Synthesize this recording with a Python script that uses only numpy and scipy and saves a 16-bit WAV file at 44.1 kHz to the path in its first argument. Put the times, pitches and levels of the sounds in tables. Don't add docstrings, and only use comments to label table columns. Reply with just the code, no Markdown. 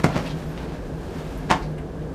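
import sys
import numpy as np
from scipy import signal
from scipy.fft import rfft, irfft
from scipy.io import wavfile

SR = 44100
rng = np.random.default_rng(int(sys.argv[2]) if len(sys.argv) > 2 else 0)


def transcribe(u):
    v = np.clip(np.atleast_2d(u).T, -1, 1)
    q = np.round(v * 32767).astype(np.int16)
    wavfile.write(sys.argv[1], SR, q)


def elevation(decibels):
    levels = np.asarray(decibels, float)
    return 10 ** (levels / 20)


N = 94374


def rms_one(x):
    return x / np.sqrt(np.mean(x ** 2) + 1e-20)


def high_pass(x, hz):
    return signal.sosfilt(signal.butter(2, hz, "high", fs=SR, output="sos"), x)


def coloured(x, points):
    hz, db = np.transpose(points)
    f = np.maximum(np.fft.rfftfreq(N, 1 / SR), 1)
    low_edge = np.minimum(f / hz[0], 1) ** 2
    gain = elevation(np.interp(np.log(f), np.log(hz), db))
    return rms_one(irfft(rfft(x) * low_edge * gain, N))


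def drift(rate_hz):
    r = np.exp(-2 * np.pi * rate_hz / SR)
    wander = signal.lfilter([1], [1, -2 * r, r * r], rng.standard_normal(N + SR))
    return rms_one(wander[SR:])


def resonate(x, hz, width_hz):
    r = np.exp(-np.pi * width_hz / SR)
    return rms_one(signal.lfilter([1, 0, -1], [1, -2 * r * np.cos(2 * np.pi * hz / SR), r * r], x))


def ring(force, modes, damping):
    out = 0
    for hz, db, t60 in modes:
        r = elevation(-60 / (t60 * damping * SR))
        w = 2 * np.pi * hz / SR
        mode = signal.lfilter([0, np.sin(w)], [1, -2 * r * np.cos(w), r * r], force + 1e-18)
        out = out + elevation(db) * mode
    return out


def burst(s, rise_s, t60):
    t = np.arange(N) / SR - s
    swell = np.clip(1 + t / rise_s, 0, 1) ** 2
    return np.where(t < 0, swell, elevation(-60 * np.maximum(t, 0) / t60))


def contact(s, width_s):
    u = np.maximum(np.arange(N) / SR - s + width_s / 2, 0) / (width_s / 2)
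    return u * np.exp(1 - u)


def grains(spread_db):
    return rng.standard_normal(N) * elevation(spread_db * np.minimum(rng.exponential(1, N), 5))


# time in seconds, air push in dB, slap in dB, contact time in seconds.
LANDINGS = [
    (.001, -16.5, -36, 0.0026),
    (.0430, -1, -20, 0.00075),
    (0.0491, -9.5, -29, 0.0014),
    (0.0558, -9, -35, 0.0014),
    (0.0629, -10, -35, 0.0014),
    (0.067, -11.5, -39, 0.0012),
    (.160, -10, -37, 0.0019),
    (0.1657, -8, -33.5, 0.0017),
    (0.178, -16, -31, 0.0012),
    (.189, -19, -39, 0.002),
]
# frequency in Hz, level in dB, t60 in seconds.
MATTRESS_MODES = [(156.3, -24, 0.033), (186, -20.5, 0.09), (248, -19.5, 0.093), (296, -22, 0.13),
                  (407, -20.5, 0.12), (517, -39, 0.07), (637, -23.5, 0.15), (750, -17, 0.15),
                  (950, -30, .06), (1160, -32, .05)]
# frequency in Hz, level in dB per Hz.
SLAP_COLOUR = [(410, -18), (700, -0.5), (1500, -5), (2400, -7), (3430, -18), (6110, -19), (15000, -39)]


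def thumps():
    lead_s, slap_t60_s = 0.012, 0.03
    crack_db, sharp_s = 9.5, 0.00069
    push, force, slap = 0, 0, 0
    for s, push_db, slap_db, width_s in LANDINGS:
        pulse = elevation(push_db) * contact(s, width_s)
        push = push + pulse
        force = force + pulse / (width_s * SR)
        crack = elevation(crack_db) * (sharp_s / width_s) ** 2 * burst(s, width_s, 6 * width_s)
        slap = slap + elevation(slap_db) * (burst(s, lead_s, slap_t60_s) + crack)
    body = high_pass(push + ring(force, MATTRESS_MODES, 0.82), 100)
    return body + slap * coloured(grains(2.3), SLAP_COLOUR)


# time in seconds, level in dB, contact time in seconds.
BOARD_HITS = [
    (1.4973, -25, 0.0004),
    (1.5012, -15.5, 0.00036),
    (1.504, -16.5, 0.0004),
    (1.5065, -13.5, 0.00043),
    (1.5098, -28, 0.00023),
    (1.5117, -3.5, 0.00033),
    (1.5126, -13, 0.00019),
    (1.5174, -12.5, 0.0002),
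    (1.524, -14, 0.00015),
]
# frequency in Hz, level in dB, t60 in seconds.
BOARD_MODES = [(221, -16.5, 0.096), (330, -9, 0.082), (700, -14, 0.12), (736, -8.5, 0.2), (800, -12, 0.15),
               (895, -7, 0.11), (970, 10, 0.014), (1079, -11.5, 0.13), (1270, -16, 0.11), (1387, -30, 0.12),
               (1770, -29, .08), (2150, -19, 0.084), (2580, -11.5, .07), (3070, -13, 0.084)]
# frequency in Hz, level in dB per Hz.
SCUFF_COLOUR = [(180, -33), (300, 7), (562, -23), (731, 1.5), (1810, -7), (7370, -27.5), (15500, -50)]


def knock():
    board_db, damping, crack_db = -8, 0.62, -2.5
    force, crack = 0, 0
    for s, db, width_s in BOARD_HITS:
        force = force + elevation(db) * contact(s, width_s) / (width_s * SR)
        crack = crack + elevation(db + crack_db) * burst(s + 0.0012, 0.0011, 0.0086)
    wood = -elevation(board_db) * ring(force, BOARD_MODES, damping)
    scuff = elevation(-22) * burst(1.513, rise_s=0.033, t60=0.21)
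    noise = coloured(grains(4.0), SCUFF_COLOUR)
    return wood + crack * high_pass(noise, 1360) + scuff * noise


# time in seconds, level in dB, crispness of the cloth in dB.
DRAG_PATH = [(0, -41, -2.5), (.03, -50, -1), (.09, -41.5, -3.5), (.17, -36.5, -9), (.24, -42, -2),
             (.3, -46.5, -4), (.37, -49.5, 0.5), (0.528, -51, 0.5), (.59, -46, -3), (.7, -49, -4),
             (.91, -56, 2), (1.2, -46.5, -1), (1.3, -51, 1.5), (1.48, -51, -0.5), (1.62, -50, -1.5),
             (1.74, -61, 0), (1.8, -71, -5), (2.14, -62, 5)]
# frequency in Hz, level in dB per Hz.
CLOTH_COLOUR = [(150, -45), (250, 2.5), (318, -12.5), (474, -11), (603, -5.5), (742, -9.5), (4470, -25),
                (15500, -41)]


def bedding():
    cloth_db, patchy_db, grain_db, crisp_hz = 7, 1, 2.5, 6000
    s, drag_db, crisp_db = np.transpose(DRAG_PATH)
    t = np.arange(N) / SR
    level_db = np.interp(t, s, drag_db) + cloth_db + patchy_db * drift(11.5)
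    rub = coloured(grains(grain_db), CLOTH_COLOUR)
    dull = signal.sosfiltfilt(signal.butter(4, crisp_hz, fs=SR, output="sos"), rub)
    crisp = elevation(np.interp(t, s, crisp_db)) * (rub - dull)
    return elevation(level_db) * (dull + crisp)


# time in seconds, level in dB, centre in Hz, width in Hz,
# t60 in seconds.
SNAPS = [(.264, -37.5, 2310, 1940, 0.17), (0.273, -50, 6900, 3970, .08), (0.294, -42.5, 3900, 2500, 0.04),
         (.308, -40.5, 3400, 2470, 0.1), (0.577, -32, 1890, 1500, 0.011), (.59, -43, 840, 120, 0.38),
         (.585, -45.5, 2500, 2500, 0.071), (.814, -62, 3000, 3000, .03), (1.376, -50, 10900, 6000, 0.027),
         (1.387, -60, 11500, 5000, .04), (1.626, -38, 2150, 700, 0.06), (1.628, -47, 3870, 2980, 0.18),
         (1.784, -45.5, 1860, 1470, 0.13), (1.783, -57.5, 8500, 4000, 0.089), (1.956, -43, 800, 587, 0.02),
         (2.021, -58, 3000, 2000, 0.11)]


def ticks():
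    noise, out = grains(3.1), 0
    for s, db, hz, width_hz, t60 in SNAPS:
        colour = resonate(resonate(noise, hz, width_hz), hz, width_hz)
        out = out + elevation(db) * burst(s, 0.12 * t60, t60) * colour
    return out


# start in seconds, length in seconds, pitch in Hz, level in dB.
SQUEAK_LIST = [
    (.452, .085, 12800, -66),
    (1.095, .02, 12800, -68),
    (1.372, .025, 12900, -64),
]


def squeaks():
    noise, t, out = grains(3.1), np.arange(N) / SR, 0
    for s, length_s, hz, db in SQUEAK_LIST:
        fade = np.clip(np.minimum(t - s, s + length_s - t) / 0.0085, 0, 1)
        out = out + elevation(db) * fade * resonate(resonate(noise, hz, 71), hz, 80)
    return out


# frequency in Hz, level in dB per Hz.
AIR_COLOUR = [(28, -3.5), (55, -3.5), (118, -15), (200, -12.5), (480, -15.5), (2200, -42), (7500, -53),
              (15500, -64)]
# frequency in Hz, width in Hz, level in dB.
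DUCT_MODES = [(47, 28.5, -43), (154.4, 22.4, -36.5), (154.1, 6.4, -42), (267, 18, -44.5), (355.3, 35, -48),
              (448.7, 35, -46.5), (1616, 180, -56)]


def ventilation():
    out = elevation(-32.5) * coloured(rng.standard_normal(N), AIR_COLOUR)
    for hz, width_hz, db in DUCT_MODES:
        hum = resonate(rng.standard_normal(N), hz, width_hz)
        out = out + elevation(db) * resonate(hum, hz, 2 * width_hz)
    return out


# frequency in Hz, t60 in seconds.
ROOM_DECAY = [(100, 0.19), (500, 0.31), (2000, 0.19), (6000, 0.18), (14000, 0.13)]


def room(x):
    gap_s = 0.0062
    t, answer = np.arange(SR // 2) / SR, 0
    hz, t60 = np.transpose(ROOM_DECAY)
    for low in 60 * 2 ** np.arange(8):
        band = signal.butter(2, [low, 2 * low], "band", fs=SR, output="sos")
        decay_s = np.interp(np.log(low * 2 ** .5), np.log(hz), t60)
        answer = answer + signal.sosfilt(band, rng.standard_normal(len(t))) * elevation(-60 * t / decay_s)
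    answer = answer * np.clip(t / gap_s - 1, 0, 1)
    return signal.fftconvolve(x, answer / np.sqrt(np.sum(answer ** 2)))[:N]


def scene():
    blows = thumps() + knock() + ticks() + squeaks()
    steady = bedding() + ventilation()
    return (steady + blows + elevation(-10.5) * room(blows))[None]


def band_limit(x):
    return signal.sosfilt(signal.butter(12, 15700, fs=SR, output="sos"), x)


def record(dry):
    x = high_pass(dry, 40)
    x = signal.sosfilt(signal.cheby2(10, 24, 15250, fs=SR, output="sos"), x)
    return band_limit(x)


dry = scene()
out = record(dry)
transcribe(out)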